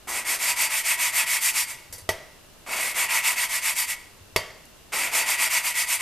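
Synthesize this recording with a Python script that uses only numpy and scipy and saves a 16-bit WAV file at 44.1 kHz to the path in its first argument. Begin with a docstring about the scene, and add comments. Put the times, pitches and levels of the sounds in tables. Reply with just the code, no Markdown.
"""Grinding paste crunches in short strokes over steady air: a valve is lapped by hand in an aluminium cylinder head.
Palms roll a suction stick to and fro; showers of random cracks follow the speed of the valve and ring the head.
Between spells the valve knocks on its seat and head and bench ring; a scrape of the stem precedes the first knock,
a tick follows the second. Each spell starts with fresh coarse grit.
Two closely spaced microphones hear it in a small workshop, whose echoes are a fading cloud of noise."""
import sys
import numpy as np
from scipy import signal
from scipy.fft import rfft, irfft
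from scipy.io import wavfile
from scipy.ndimage import uniform_filter1d

SR = 44100
rng = np.random.default_rng(int(sys.argv[2]) if len(sys.argv) > 2 else 0)


def transcribe(signal):
    """Save signal, clipped to [-1, 1], as a 16-bit WAV file at the path in sys.argv[1]."""
    frames = np.atleast_2d(signal).T
    limited = np.clip(frames, -1, 1)
    pcm = np.round(limited * 32767).astype(np.int16)
    wavfile.write(sys.argv[1], SR, pcm)


N = 265190
TIME = np.arange(N) / SR

# Resonances of valve and head pressed together. Each row: centre in Hz, width in Hz, lift in dB.
CONTACT_PEAKS = [(648, 129, 11.5), (897, 35, 9.5), (975, 26, 12.0), (1949, 58, 8.0), (2219, 63, 6.5),
                 (2562, 26, 5.0), (3345, 32, 5.5), (4591, 30, 12.5), (4719, 34, 13.0), (5269, 54, 6.5),
                 (5538, 46, 8.5), (6204, 66, 9.5), (7253, 190, 5.0), (7550, 32, 3.5), (8120, 75, 9.0),
                 (8641, 23, 10.0), (8822, 66, 9.5), (9359, 133, 8.0), (10047, 66, 10.0), (10370, 224, 5.5),
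                 (10807, 53, 9.5), (11884, 212, 9.5), (12279, 199, 14.5), (13522, 98, 5.5)]
# Landings of the valve on its seat. Each row: start in seconds, relative chatter level in dB,
# chatter decay in seconds, head ring level in dB, bench thud level in dB.
LANDINGS = [(2.0903, 2.5, 0.0028, -46, -17.5), (4.3613, 4.5, 0.0032, -33, -17)]
# Heavy head rocking on the bench top. Each row: frequency in Hz, relative level in dB, T60 in seconds.
ROCKING_MODES = [(92, -14, .19), (165, -22, .07), (350, -23, .12), (420, -5, .028), (470, -26, .2),
                 (640, -2.5, .03)]


def undb(db):
    """Decibels to gain."""
    return 10 ** (np.asarray(db) / 20)


def unit(x):
    """Scale to rms 1."""
    return x / np.sqrt(np.mean(x ** 2))


def colour(x, points, peaks=(), keep_power=True, size=4096):
    """Minimum-phase filter from (Hz, dB) points and (Hz, width Hz, lift dB) resonances."""
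    f = np.arange(size // 2 + 1) * SR / size
    hz, db = np.transpose(points)
    curve_db = np.interp(np.log(f + 1), np.log(hz), db)
    for centre_hz, width_hz, lift_db in peaks:
        curve_db = curve_db + lift_db * .5 ** ((2 * (f - centre_hz) / width_hz) ** 2)
    gain = unit(undb(curve_db)) if keep_power else undb(curve_db)
    # folding the cepstrum makes the filter causal
    cepstrum = irfft(np.log(gain))
    cepstrum[1:size // 2] *= 2
    cepstrum[size // 2 + 1:] = 0
    impulse = irfft(np.exp(rfft(cepstrum)))[:size // 2]
    return signal.oaconvolve(x, impulse)[:N]


def walk(rate_hz):
    """Random levels drawn rate_hz times a second and slewed; rms 1."""
    hold = max(int(SR / rate_hz), 1)
    steps = rng.standard_normal(N)[np.arange(N) // hold]
    return unit(uniform_filter1d(steps, hold))


def fade(start_s, decay_s):
    """Sudden start, exponential fall by 1/e in decay_s."""
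    return (TIME >= start_s) * np.exp(-np.clip((TIME - start_s) / decay_s, 0, 20))


def ring(start_s, hz, t60_s):
    """One struck mode: a sine that falls 60 dB in t60_s."""
    return fade(start_s, t60_s / np.log(1000)) * np.sin(2 * np.pi * hz * (TIME - start_s))


def struck(start_s, modes):
    """All modes of one body, set going together."""
    return sum(undb(db) * ring(start_s, hz, t60_s) for hz, db, t60_s in modes)


def grains(rate_hz, spread_db):
    """Cracks of single abrasive grains, a few much larger than the rest; rms 1."""
    chance = np.clip(rate_hz / SR, 1e-3, 1)
    size = undb(spread_db * np.minimum(rng.exponential(size=N), 4))
    cracks = (rng.random(N) < chance) * size * rng.choice([-1, 1], N)
    return unit(cracks / np.sqrt(chance))  # even power at any rate


def air():
    """Steady background: coloured noise in mid and, independently, in side."""
    # Each row: frequency in Hz, relative level in dB.
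    air_colour = [(15, -5.5), (25, -1), (129, -6), (244, -10.5), (382, -9.5), (539, -12), (616, -9.5),
                  (722, -13.5), (1050, -14), (2500, -19), (2780, -12), (3010, -18), (4480, -20),
                  (14000, -24.5)]
    # Each row: frequency in Hz, side minus mid in dB.
    air_width = [(40, -12), (110, -5), (300, -1), (1500, -5.5), (8000, -0.5)]
    mid = colour(rng.standard_normal(N), air_colour)
    side = colour(rng.standard_normal(N), air_colour)
    side = colour(side, air_width, keep_power=False)
    return undb(-52) * np.array([mid, side])


def hands():
    """Relative valve speed, loudness, treble in dB and seconds since the spell began; turns speed up, hold, brake."""
    # One turn of the valve, until the next reversal. Each row: start in seconds, relative level in dB,
    # relative treble in dB.
    strokes = [(0.072, -30.5, -0.5), (0.242, -26.5, -.5), (0.385, -25, -0.6), (0.554, -23.5, 0),
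               (0.689, -24.5, -0.8), (0.833, -23.5, -.5), (0.971, -24, -0.6), (1.117, -22.5, -.8),
               (1.253, -25, 0.4), (1.403, -26, 6), (1.528, -27, 4), (1.655, -35, 0.5), (2.663, -27, -2.4),
               (2.941, -22.5, -2.5), (3.079, -23, -2.1), (3.222, -22.5, -.5), (3.352, -23, -3),
               (3.482, -24.5, -1), (3.61, -26, 1.5), (3.746, -27.5, 5), (3.86, -29.5, 3),
               (4.92, -26.5, -3.5), (5.113, -22.5, 0), (5.25, -22, -2), (5.373, -21, -1),
               (5.491, -23.5, -.5), (5.622, -25.5, 1.2), (5.737, -23.5, -0.5), (5.86, -27, 3),
               (5.989, -21, -2)]
    # Spells of lapping. Each row: stop in seconds, time the palms take to get going in seconds.
    spells = [(1.764, .028), (3.957, .15), (6.11, 0.026)]
    speed_up_s, brake_s, roundness = .064, .067, .79
    # loudness grows with speed; the valve rocks at each reversal, so a share always stays
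    rocking_share, sliding_share, speed_power = .21, .94, 1.215
    let_go_db, let_go_s = -44, .093

    speed, loud, treble_db, age_s = np.zeros((4, N))
    last_stop_s = 0
    for stop_s, get_going_s in spells:
        turns = [row for row in strokes if last_stop_s < row[0] < stop_s]
        starts_s = [row[0] for row in turns]
        ends_s = starts_s[1:] + [stop_s]
        rise_s = get_going_s
        for (start_s, db, bright_db), end_s in zip(turns, ends_s):
            now = (TIME >= start_s) & (TIME < end_s)
            t = TIME[now]
            ramp = np.minimum((t - start_s) / rise_s, (end_s - t) / brake_s)
            speed[now] = np.sin(np.pi / 2 * np.clip(ramp, 0, 1)) ** roundness
            loud[now] = undb(db) * (rocking_share + sliding_share * speed[now] ** speed_power)
            treble_db[now] = bright_db
            rise_s = speed_up_s
        age_s = np.where(TIME >= starts_s[0], TIME - starts_s[0], age_s)
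        # last grains crunch as the palms let go
        loud += undb(let_go_db) * fade(stop_s, let_go_s)
        last_stop_s = stop_s
    loud = np.abs(uniform_filter1d(loud, size=220))  # 5 ms smoothing
    return speed, loud, treble_db, age_s


def grinding(speed, loud, treble_db, age_s):
    """Grit cracks faster and brighter with speed and excites the head; coarse grains are soon crushed."""
    # Radiation of the head. Each row: frequency in Hz, relative level in dB.
    head_colour = [(150, -39), (300, -30.5), (520, -34), (700, -18.5), (1000, -8), (1600, -10), (2100, 0.5),
                   (2600, -2.5), (3100, -9), (4200, -11.5), (6000, -9.5), (8200, -5), (11300, -11),
                   (14000, -13.5)]
    # Low crunch of coarse grit. Each row: frequency in Hz, relative level in dB.
    coarse_colour = [(100, -18.5), (230, -5), (450, -1.5), (700, 4.5), (1400, 3.5), (2500, -10),
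                     (6000, -38)]
    # Bands whose answer varies as the contact wanders round the seat.
    # Each row: centre in Hz, width in Hz, rms spread in dB.
    wander = [(950, 700, 1.8), (2600, 500, 2.3), (5000, 2500, 1)]
    crossover_hz = 3400

    bite = loud * undb(0.5 * walk(110) + 0.69 * walk(35))
    cracks = grains(3000 + 14000 * speed, spread_db=2.0)
    grit = colour(cracks * bite, head_colour, CONTACT_PEAKS)
    for hz, width_hz, spread_db in wander:
        band = signal.lfilter(*signal.iirpeak(hz, hz / width_hz, fs=SR), grit)
        grit = grit + (undb(spread_db * walk(17)) - 1) * band

    body = signal.sosfilt(signal.butter(2, crossover_hz, fs=SR, output="sos"), grit)
    edge = signal.sosfilt(signal.butter(2, crossover_hz, "high", fs=SR, output="sos"), grit)
    edge_db = 1.5 + treble_db + 6.56 * (speed - 1.18)
    # opposite sign keeps the two bands in phase at the crossover
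    fine = undb(-0.5) * body - undb(edge_db) * edge

    fresh = 0.12 + np.exp(-age_s / 0.28)
    crunch = grains(900 + 1500 * speed, spread_db=2.5) * bite ** 0.66 * fresh
    return fine + undb(-18.5) * colour(crunch, coarse_colour)


def singing(grit, head):
    """Grinding stirs the modes of the head, which ring on faintly when the hands stop."""
    rung = unit(signal.oaconvolve(grit, head[:SR])[:N])
    return undb(-18) * np.std(grit) * rung


def reverb(x):
    """Workshop walls: a dense, exponentially fading cloud of noise echoes."""
    t60_s, level_db, delay_s = .62, -14.5, .0082
    echoes = (rng.standard_normal(N) * fade(delay_s, t60_s / np.log(1000)))[:SR]
    echoes = echoes / np.linalg.norm(echoes)
    return undb(level_db) * signal.oaconvolve(x, echoes)[:N]


def handling():
    """The stem scrapes or ticks on grains in its guide; grip changes jog only the first mode of the bench."""
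    # Hands jogging the bench. Each row: start in seconds, level in dB.
    jog_rows = [(1.897, -44), (1.935, -42), (2.022, -42), (4.21, -42.5), (4.326, -43)]
    # Stem in its guide: a scrape in two parts, later a tick.
    # Each row: start in seconds, level in dB, decay in seconds.
    slide_rows = [(1.926, -34.5, 0.032), (1.981, -42.5, 0.02), (4.654, -42, 0.0027)]
    # Each row: frequency in Hz, relative level in dB.
    slide_colour = [(290, -20), (500, -1), (670, -20), (739, -11), (1500, -10), (1990, -3), (2820, -15),
                    (4460, -5), (9480, -4.5), (14000, -12.5)]
    hz, _, t60_s = ROCKING_MODES[0]
    jogs = sum(undb(db) * ring(start_s, hz, t60_s) for start_s, db in jog_rows)
    slide = sum(undb(db) * fade(start_s, decay_s) for start_s, db, decay_s in slide_rows)
    stem = colour(slide * grains(6000, spread_db=2.5), slide_colour, CONTACT_PEAKS)
    return stem + jogs


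def chatter():
    """The valve rattles to rest in a noise burst and sets the cooling fins shimmering."""
    # Each row: frequency in Hz, relative level in dB.
    knock_colour = [(60, -24), (150, -4.5), (250, -22.5), (420, -2), (650, -7), (950, -7.5), (1150, -4.5),
                    (1600, -22), (1950, -1), (2500, -6), (5000, -12), (11900, -18), (14000, -25)]
    # Dense shimmer of the fins. Each row: frequency in Hz, relative level in dB.
    fin_colour = [(60, -5), (260, -21), (360, -7), (650, 0), (820, -10.5), (1500, -9), (2100, -1.5),
                  (2600, -15), (5500, -15.5), (8000, -21.5), (14000, -28)]
    contact, shimmer = np.zeros((2, N))
    for start_s, db, chatter_s, _, _ in LANDINGS:
        burst = fade(start_s, chatter_s) - 0.73 * fade(start_s, chatter_s / 3)  # softened onset
        burst = burst + 0.22 * fade(start_s, 0.023)
        contact += undb(db - 14.5) * burst
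        shimmer += undb(db - 39.0) * fade(start_s, 0.091)
    rattle = colour(contact * rng.standard_normal(N), knock_colour, CONTACT_PEAKS)
    return rattle + colour(shimmer * rng.standard_normal(N), fin_colour)


def knocks(head):
    """Each landing strikes the modes of head and bench: the head rings on, the bench thuds."""
    out = np.zeros(N)
    for start_s, _, _, ring_db, thud_db in LANDINGS:
        out += undb(thud_db) * struck(start_s, ROCKING_MODES)
        out += undb(ring_db) * np.pad(head, (int(start_s * SR), 0))[:N]
    return out


def scene():
    """Work close by, built as mid and side, with workshop echoes and steady air."""
    # Modes of the head, struck or rubbed. Each row: frequency in Hz, relative level in dB, T60 in seconds.
    head_modes = [(614, -8, .4), (678, -9, .4), (900, -12, .55), (1130, -15, .5), (1446, -16, .4),
                  (1922, -8, .45), (1955, -11, .35), (2088, -9, .4), (2164, -6, .48), (2799, -9, .5),
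                  (3090, -11, .55), (3155, -8, .39), (3639, -14, .3), (4587, -10, .4), (5165, -14, .5),
                  (6065, -17, .4)]
    # Each row: frequency in Hz, level in dB.
    room_colour = [(100, -4), (600, 0), (2200, 0), (5000, 0), (9000, -6), (14000, -10)]
    # Difference between the two microphones. Each row: frequency in Hz, level in dB.
    port_side = [(100, -24), (1300, -29), (3500, -29), (4600, -16), (6000, -13), (8000, -8.5),
                 (14000, -6.5)]
    room_side_db = -16

    motion = hands()
    head = struck(0, head_modes)
    grit = grinding(*motion)
    front = grit + singing(grit, head) + handling() + chatter() + knocks(head)
    # each face of the head radiates its own mix of grains
    flank = grinding(*motion) + handling() + chatter()

    to_room = colour(front, room_colour, keep_power=False)
    air_mid, air_side = air()
    mid = front + reverb(to_room) + air_mid
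    side = colour(flank, port_side, keep_power=False)  # mostly treble
    side = side + undb(room_side_db) * reverb(to_room) + air_side
    return np.array([mid + side, mid - side])


def record(dry):
    """The camera cuts the top steeply above 14.2 kHz with an elliptic low-pass."""
    return signal.sosfilt(signal.ellip(12, .1, 80, 14200, fs=SR, output="sos"), dry)


dry = scene()
out = record(dry)
transcribe(out)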